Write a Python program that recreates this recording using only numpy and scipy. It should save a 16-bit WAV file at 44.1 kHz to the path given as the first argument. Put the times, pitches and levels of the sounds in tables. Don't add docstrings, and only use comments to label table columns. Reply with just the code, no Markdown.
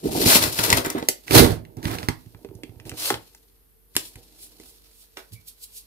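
import sys
import numpy as np
from scipy import signal
from scipy.fft import rfft, irfft, next_fast_len
from scipy.io import wavfile
from scipy.ndimage import uniform_filter1d, map_coordinates

SR = 44100
rng = np.random.default_rng(int(sys.argv[2]) if len(sys.argv) > 2 else 0)


def inscribe(sig):
    pcm = np.round(np.clip(np.atleast_2d(sig).T, -1, 1) * 32767)
    wavfile.write(sys.argv[1], SR, pcm.astype(np.int16))


N = 258426
TIME_S = np.arange(N) / SR


def amp(db):
    return 10 ** (np.asarray(db) / 20)

def unit_rms(x):
    return x / np.sqrt(np.mean(x ** 2) + 1e-20)

def in_time(rows):
    times, *columns = np.transpose(rows)
    return [np.interp(TIME_S, times, column) for column in columns]

def at_hz(points, hz):
    freqs, values = np.transpose(points)
    return np.interp(np.log(hz), np.log(freqs), values)

def colour(x, spectrum):
    size = next_fast_len(N)
    hz = np.fft.rfftfreq(size, 1 / SR) + 1
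    inside = (hz > spectrum[0][0]) & (hz < spectrum[-1][0])
    return unit_rms(irfft(rfft(x, size) * amp(at_hz(spectrum, hz)) * inside, size)[:N])

def drift(rate_hz):
    r = np.exp(-2 * np.pi * rate_hz / SR)
    return unit_rms(signal.lfilter([1], [1, -2 * r, r * r], rng.standard_normal(N + 9000))[9000:])

def ring(force, hz, t60_s):
    r, w = amp(-60 / (t60_s * SR)), 2 * np.pi * hz / SR
    return signal.lfilter([0, np.sin(w)], [1, -2 * r * np.cos(w), r * r], force + 1e-18)

def grains(per_s, spread_db):
    sizes = amp(spread_db * np.minimum(rng.exponential(1, N), 5)) * rng.choice([-1, 1], N)
    return sizes * (rng.random(N) < per_s / SR)

def steady(x, window_s):
    x = unit_rms(x)
    return x / np.sqrt(uniform_filter1d(x ** 2, size=int(window_s * SR)) + .05)

def wide_source(spectrum, per_s, spread_db, width=1.0):
    common, side = [colour(grains(per_s, spread_db), spectrum) for _ in range(2)]
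    return np.array([common, width * side, width * np.roll(side, N // 2)])


# frequency_hz, density_db
AIR_SPECTRUM = [(35, -27.5), (60, -8.5), (71, -15), (179, -23), (293, -23.5), (405, -28), (445, -13.5),
                (524, -34), (960, -34.5), (1500, -36), (7290, -42.5), (12800, -25.5), (15700, -40.5)]

def room_tone():
    return amp(-61) * np.array([colour(rng.standard_normal(N), AIR_SPECTRUM) for _ in range(2)])

def fridge_hum(pitch_hz=48, level_db=-59):
    gain = amp(level_db + drift(3))
    phase = 2 * np.pi * np.cumsum(pitch_hz + 0.4 * drift(12)) / SR
    return gain * np.sin(phase) * amp([[-1.5], [1.5]])


# frequency_hz, t60_s
ROOM_DECAY = [(100, 0.38), (700, 0.25), (3000, 0.19), (12000, 0.17)]

def reverberation(x):
    t, tail = np.arange(SR // 2) / SR, 0
    onset = np.clip(t / 0.00076 - .5, 0, 1)
    for low_hz in 40 * 2 ** np.arange(9.):
        band = signal.butter(2, [low_hz, min(2 * low_hz, .45 * SR)], "band", fs=SR, output="sos")
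        decay = amp(-60 * t / at_hz(ROOM_DECAY, low_hz * np.sqrt(2)))
        tail = tail + signal.sosfilt(band, rng.standard_normal((2, len(t)))) * onset * decay
    tail = tail / np.sqrt(np.sum(tail ** 2, axis=1, keepdims=True))
    return signal.fftconvolve(x, tail, axes=1)[:, :N]


# frequency_hz, level_db, t60_s
WOOD_MODES = [(66, -8, .16), (113, 0, .14), (160, -3, .1), (250, -2, .09), (318, 0, .09), (385, -1, .1),
              (470, -5, .07), (620, -9, .05), (760, -9, .05), (900, -12, .05)]

def furniture():
    modes = [amp(db) * ring(grains(per_s=700, spread_db=4.5), hz, t60_s) * np.sqrt(.1 / t60_s)
             for hz, db, t60_s in WOOD_MODES]
    return steady(sum(modes[3:]), window_s=.03), steady(sum(modes[:3]), window_s=.05)


def finger_squeak(start_s=5.325, end_s=5.42, pitch_hz=2250, level_db=-59):
    slipping = (TIME_S > start_s) & (TIME_S < end_s)
    swell = np.sin(np.pi * (TIME_S - start_s) / (end_s - start_s)) ** 2 * slipping
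    resonance = ring(rng.standard_normal(N), pitch_hz, t60_s=.012)
    return amp(level_db) * swell * unit_rms(ring(resonance, pitch_hz, t60_s=.012))


# frequency_hz, density_db
SPICE_SPECTRUM = [(1590, -27), (2700, -10), (4430, -1.5), (6400, -5), (11200, 3), (15700, -5)]
# peak_s, level_db, rise_s, fall_s
SACHET_SHAKES = [(3.062, -31.5, 0.0084, 0.011), (4.069, -47.5, 0.046, 0.021), (4.435, -44.5, 0.03, 0.022),
                 (4.69, -54.5, 0.051, 0.038), (5.019, -54, 0.064, 0.018), (5.335, -44.5, .006, 0.008),
                 (5.485, -41, 0.01, 0.0097), (5.641, -39.5, 0.017, 0.0065), (5.776, -41.5, 0.029, 0.017)]

def sliding_spice():
    swell = sum(amp(db) * np.exp(-np.abs(TIME_S - peak_s) / np.where(TIME_S < peak_s, rise_s, fall_s))
                for peak_s, db, rise_s, fall_s in SACHET_SHAKES)
    return swell * wide_source(SPICE_SPECTRUM, per_s=17000, spread_db=2.0)


# frequency_hz, density_db
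SCUFF_SPECTRUM = [(380, -11.5), (650, -2.5), (748, -10), (1040, -6.5), (2270, -11.5), (2670, -17.5),
                  (3800, -16), (4940, -41.5), (8360, -120)]

def paper_scuff():
    return wide_source(SCUFF_SPECTRUM, per_s=2500, spread_db=4.5)


# frequency_hz, density_db
CRINKLE_SPECTRUM = [(1530, -23.5), (2600, -6.5), (3850, -3.5), (4180, -0.5), (4710, -2), (7300, -8),
                    (10600, -4), (12700, -3.5), (15700, -9.5)]

def foil_crinkle():
    return wide_source(CRINKLE_SPECTRUM, per_s=4000, spread_db=2.5, width=1.53)


# time_s, foil_db, drawer_db
RESTING_RUSTLE = [(0, -62.5, -57), (.12, -46.5, -35), (.55, -39, -45.5), (1.1, -60.5, -67),
                  (1.7, -81.5, -53.5), (2.15, -64, -69), (2.5, -80, -55.5), (2.85, -75, -57),
                  (3.25, -65.5, -68), (3.85, -90.5, -82), (4.0, -65.5, -65.5), (4.6, -63.5, -64),
                  (5.0, -70.5, -77.5), (5.86, -69, -80.5)]
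# full_s, swell_s, hold_s, foil_db, paper_db, drawer_db, counter_db
HAND_STROKES = [(0.041, 0.022, 0.049, -47.5, -54, -29, -35), (0.151, 0.066, 0.14, -35.5, -46.5, -24, -58),
                (0.276, 0.1, 0.094, -19.5, -25.5, -28.5, -41),
                (0.393, 0.038, 0.082, -31.5, -34.5, -29.5, -32),
                (0.596, 0.057, 0.058, -29, -32.5, -33.5, -38),
                (0.687, 0.037, 0.093, -32, -29.5, -27, -34.5),
                (.852, 0.0076, 0.0053, -40.5, -30.5, -38, -52), (0.9, 0.018, 0.012, -66, -41.5, -38.5, -55),
                (.955, .02, 0.027, -53, -38, -29, -46.5), (1.36, 0.054, 0.026, -9.5, -11.5, -9, -10),
                (1.397, 0.041, 0.047, -25.5, -25.5, -8.5, -13.5),
                (1.497, 0.093, 0.021, -37.5, -35.5, -26, -22),
                (1.771, 0.011, 0.019, -67.5, -61.5, -40, -49),
                (1.851, 0.049, 0.097, -44.5, -41, -34, -36.5),
                (1.983, 0.037, 0.056, -54, -55, -41.5, -58.5), (2.862, 0.021, 0.017, -52.5, -56, -43, -51),
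                (2.917, 0.018, 0.02, -75, -64, -40.5, -53), (3.015, 0.081, 0.086, -33, -45, -49, -57),
                (3.122, .03, 0.0087, -66, -44, -34.5, -42), (3.959, 0.041, 0.1, -51.5, -73, -60.5, -67.5),
                (4.17, 0.018, 0.018, -67.5, -77, -54, -55.5), (4.608, 0.038, 0.047, -60, -71, -60.5, -83),
                (5.17, 0.0045, .03, -55, -51.5, -54, -77), (5.32, 0.018, 0.018, -59.5, -75.5, -73, -44.5)]

def handling(swell_db=30):
    release_db_per_s = [464.7, 405, 333, 220]
    foil_db, drawer_db = in_time(RESTING_RUSTLE)
    power = amp([foil_db, foil_db - 12, drawer_db, drawer_db - 8]) ** 2
    for full_s, swell_s, hold_s, *levels_db in HAND_STROKES:
        near = slice(max(int((full_s - 2 * swell_s) * SR), 0), int((full_s + hold_s + .3) * SR))
        early_s = np.maximum(full_s - TIME_S[near], 0)
        late_s = np.maximum(TIME_S[near] - full_s - hold_s, 0)
        stroke_db = np.c_[levels_db] - swell_db * early_s / swell_s - np.outer(release_db_per_s, late_s)
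        power[:, near] += amp(stroke_db) ** 2
    return np.sqrt(power)


# start_s, snap_db, treble_db, knock_db, snap_centre_hz, knock_centre_hz
IMPACTS = [(0.04, -52, -53, -21, 1000, 277), (.056, -49, -49, -9.5, 1000, 395),
           (0.26, -13.5, -18, -5, 1520, 190), (.355, -5.5, -23, -7.5, 2820, 252),
           (0.438, -9, -33, -21.5, 4640, 280), (0.59, -9.5, -33, -17.5, 1260, 136),
           (0.702, -8.5, -12, -25, 4200, 312), (0.727, 2.5, -9.5, -13, 1270, 113),
           (.783, -11.5, -29, -16.5, 3570, 308), (0.848, -28, -28, -23, 1350, 340),
           (.86, -38, -23, -49.5, 3000, 300), (0.867, -33, -56, -17, 1460, 408),
           (.901, -21, -19, -59, 1450, 307), (0.95, -49, -76, -13, 1440, 350),
           (.983, -39, -35, -30, 1310, 365.2), (1.026, -23, -55, -9.5, 1290, 900),
           (1.086, -12, -7.5, -6, 3580, 875), (1.28, -22.5, -52, -58, 1920, 377),
           (1.309, -13.5, -23, -15, 1970, 370), (1.651, -40, -73.5, -38, 1590, 59),
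           (1.769, -52, -45.5, -25.5, 2300, 114), (1.829, -30.5, -44, -33, 1580, 296),
           (1.854, -19.5, -55, -15, 1920, 147), (1.985, -23, -38, -36, 2720, 115),
           (2.03, -23.5, -60, -24, 950, 105), (2.086, -7.5, -24.5, -9.5, 1330, 185),
           (2.26, -53, -60.5, -31, 2330, 134), (2.347, -41, -72.5, -32.5, 1002, 121),
           (2.415, -58, -77, -44, 996, 300), (2.447, -35, -52, -25.5, 1105, 496),
           (2.488, -44, -71.5, -34, 1150, 132), (2.51, -54, -74, -30.5, 1000, 403),
           (2.551, -62, -47.5, -30.5, 1590, 120), (2.588, -59, -75.5, -40, 980, 408),
           (2.634, -30, -43.5, -28, 2210, 306), (2.693, -46.5, -70, -33, 1634, 119.6),
           (2.758, -58, -76, -28, 1780, 73.6), (2.799, -40, -50, -38, 1820, 114.5),
           (2.853, -47, -46, -32, 2360, 111), (2.894, -29.5, -30.5, -49, 2550, 70),
           (2.916, -30.5, -59, -24.5, 1480, 102), (3.103, -6, -22, -2, 969, 864),
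           (3.141, -15, -34, -25.5, 2380, 87), (3.348, -44, -42, -60, 1483, 62),
           (3.953, -29.5, -33, -25, 2210, 73), (3.965, -9, -10.5, -24, 2050, 314),
           (4.156, -37.5, -41, -28, 2070, 67.6), (4.599, -44, -48, -36, 2700, 432),
           (5.171, -28.5, -43, -39, 2900, 404), (5.321, -47, -50.5, -30, 4400, 87.8)]

def wood_knocks(db_per_octave=12):
    start_s, _, _, knock_db, _, centre_hz = np.transpose(IMPACTS)
    starts, knocks = (start_s * SR).astype(int), np.zeros(N)
    for hz, db, t60_s in WOOD_MODES:
        mode_db = knock_db + db - 3.5 - db_per_octave * np.abs(np.log2(hz / centre_hz))
        pushes = np.zeros(N)
        pushes[starts] = amp(mode_db + rng.normal(0, 1.5, len(starts))) * rng.choice([-1, 1], len(starts))
        knocks += ring(pushes, hz, 0.8 * t60_s)
    return np.convolve(knocks, np.hanning(41) / 20)[:N]


# frequency_hz, level_db
FOIL_MODES = [(900, -4.5), (1300, -9), (2000, 0.5), (2700, -1), (3400, -0.5), (4300, 1.5), (5600, 2.5),
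              (7200, -0.5), (8800, -5.5), (10500, -2), (12300, 3), (14200, -7)]

def foil_snaps(crumble_s=.0035, t60_cycles=8, treble_above_hz=4500, db_per_octave=8):
    start_s, snap_db, treble_db, _, centre_hz, _ = np.transpose(IMPACTS)
    starts, snaps = (start_s * SR).astype(int), np.zeros(N)
    t = np.arange(1500) / SR
    crumble = 0.69 * np.minimum(t / .0006, 1) * np.exp(-t / crumble_s)
    for hz, db in FOIL_MODES:
        octaves_away = np.abs(np.log2(hz / centre_hz))
        mode_db = treble_db if hz > treble_above_hz else snap_db - db_per_octave * octaves_away
        force = np.zeros(N + len(t))
        for i, level in zip(starts, amp(mode_db + db + rng.normal(0, 1.5, len(starts)))):
            force[i:i + len(t)] += level * rng.standard_normal(len(t)) * crumble * np.sqrt(hz / 34000)
            force[i + 30] += 1.2 * level * rng.choice([-1, 1])
        motion = ring(force[:N], hz, t60_cycles / hz)
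        snaps += np.gradient(motion) / np.sin(2 * np.pi * hz / SR)
    return snaps


# time_s, left_minus_right_db
HAND_PAN = [(0, 1.5), (.78, 3.5), (1.26, -4), (2.5, -3.5), (2.75, -5), (3.04, 1), (3.8, 1.5), (4.9, -3.5),
            (5.86, -1.5)]
# time_s, left_delay_ms
HAND_LAG = [(0, -.38), (1.04, -.38), (1.07, .45), (2.2, .45), (2.25, -.12), (3.5, -.12), (3.9, .1),
            (5.86, .15)]

def at_hands(mono, incoherent=0, pan_scale=1, pan_offset_db=0):
    (hand_db,), (lag_ms,) = in_time(HAND_PAN), in_time(HAND_LAG)
    pan_db = pan_scale * hand_db + pan_offset_db
    half_lag = lag_ms * SR / 2000
    ports = np.array([map_coordinates(mono, [np.arange(N) - side * half_lag], order=3, mode="nearest")
                      for side in (1, -1)])
    return (ports + incoherent) * amp(np.array([pan_db, -pan_db]) / 2)


def scene():
    foil_gain, paper_gain, drawer_gain, counter_gain = handling()
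    clumps = amp(3.0 * drift(50))
    rustle = clumps * (foil_gain * foil_crinkle() + paper_gain * paper_scuff())
    common, *sides = rustle + sliding_spice()
    rumble, boom = furniture()
    snaps = at_hands(foil_snaps())
    vibration = drawer_gain * rumble + counter_gain * boom + wood_knocks()
    wood = at_hands(vibration, pan_scale=1.1, pan_offset_db=-4.5)
    packets = at_hands(common + finger_squeak(), incoherent=np.array(sides))
    reflections = reverberation(amp(-4.5) * packets + amp(-8.5) * snaps + amp(-13) * wood)
    return packets + snaps + wood + reflections + room_tone() + fridge_hum()

def record(dry, threshold_db=-13, release_db_per_s=53, smoothing_s=0.034):
    dry = signal.sosfilt(signal.butter(4, 40, "high", fs=SR, output="sos"), dry)
    level_db = 20 * np.log10(uniform_filter1d(np.abs(dry).max(axis=0), size=441) + 1e-6)
    release_db = release_db_per_s * TIME_S
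    held_db = np.maximum.accumulate(level_db + release_db) - release_db
    over_db = np.maximum(held_db - threshold_db, 0)
    r = np.exp(-1 / (smoothing_s * SR))
    ducked = dry * amp(-.45 * signal.lfilter([1 - r], [1, -r], over_db))
    lowpass = signal.cheby2(16, 50, 16000, fs=SR, output="sos")
    return signal.sosfilt(lowpass, np.clip(ducked, -.97, .97))


dry = scene()
out = record(dry)
inscribe(out)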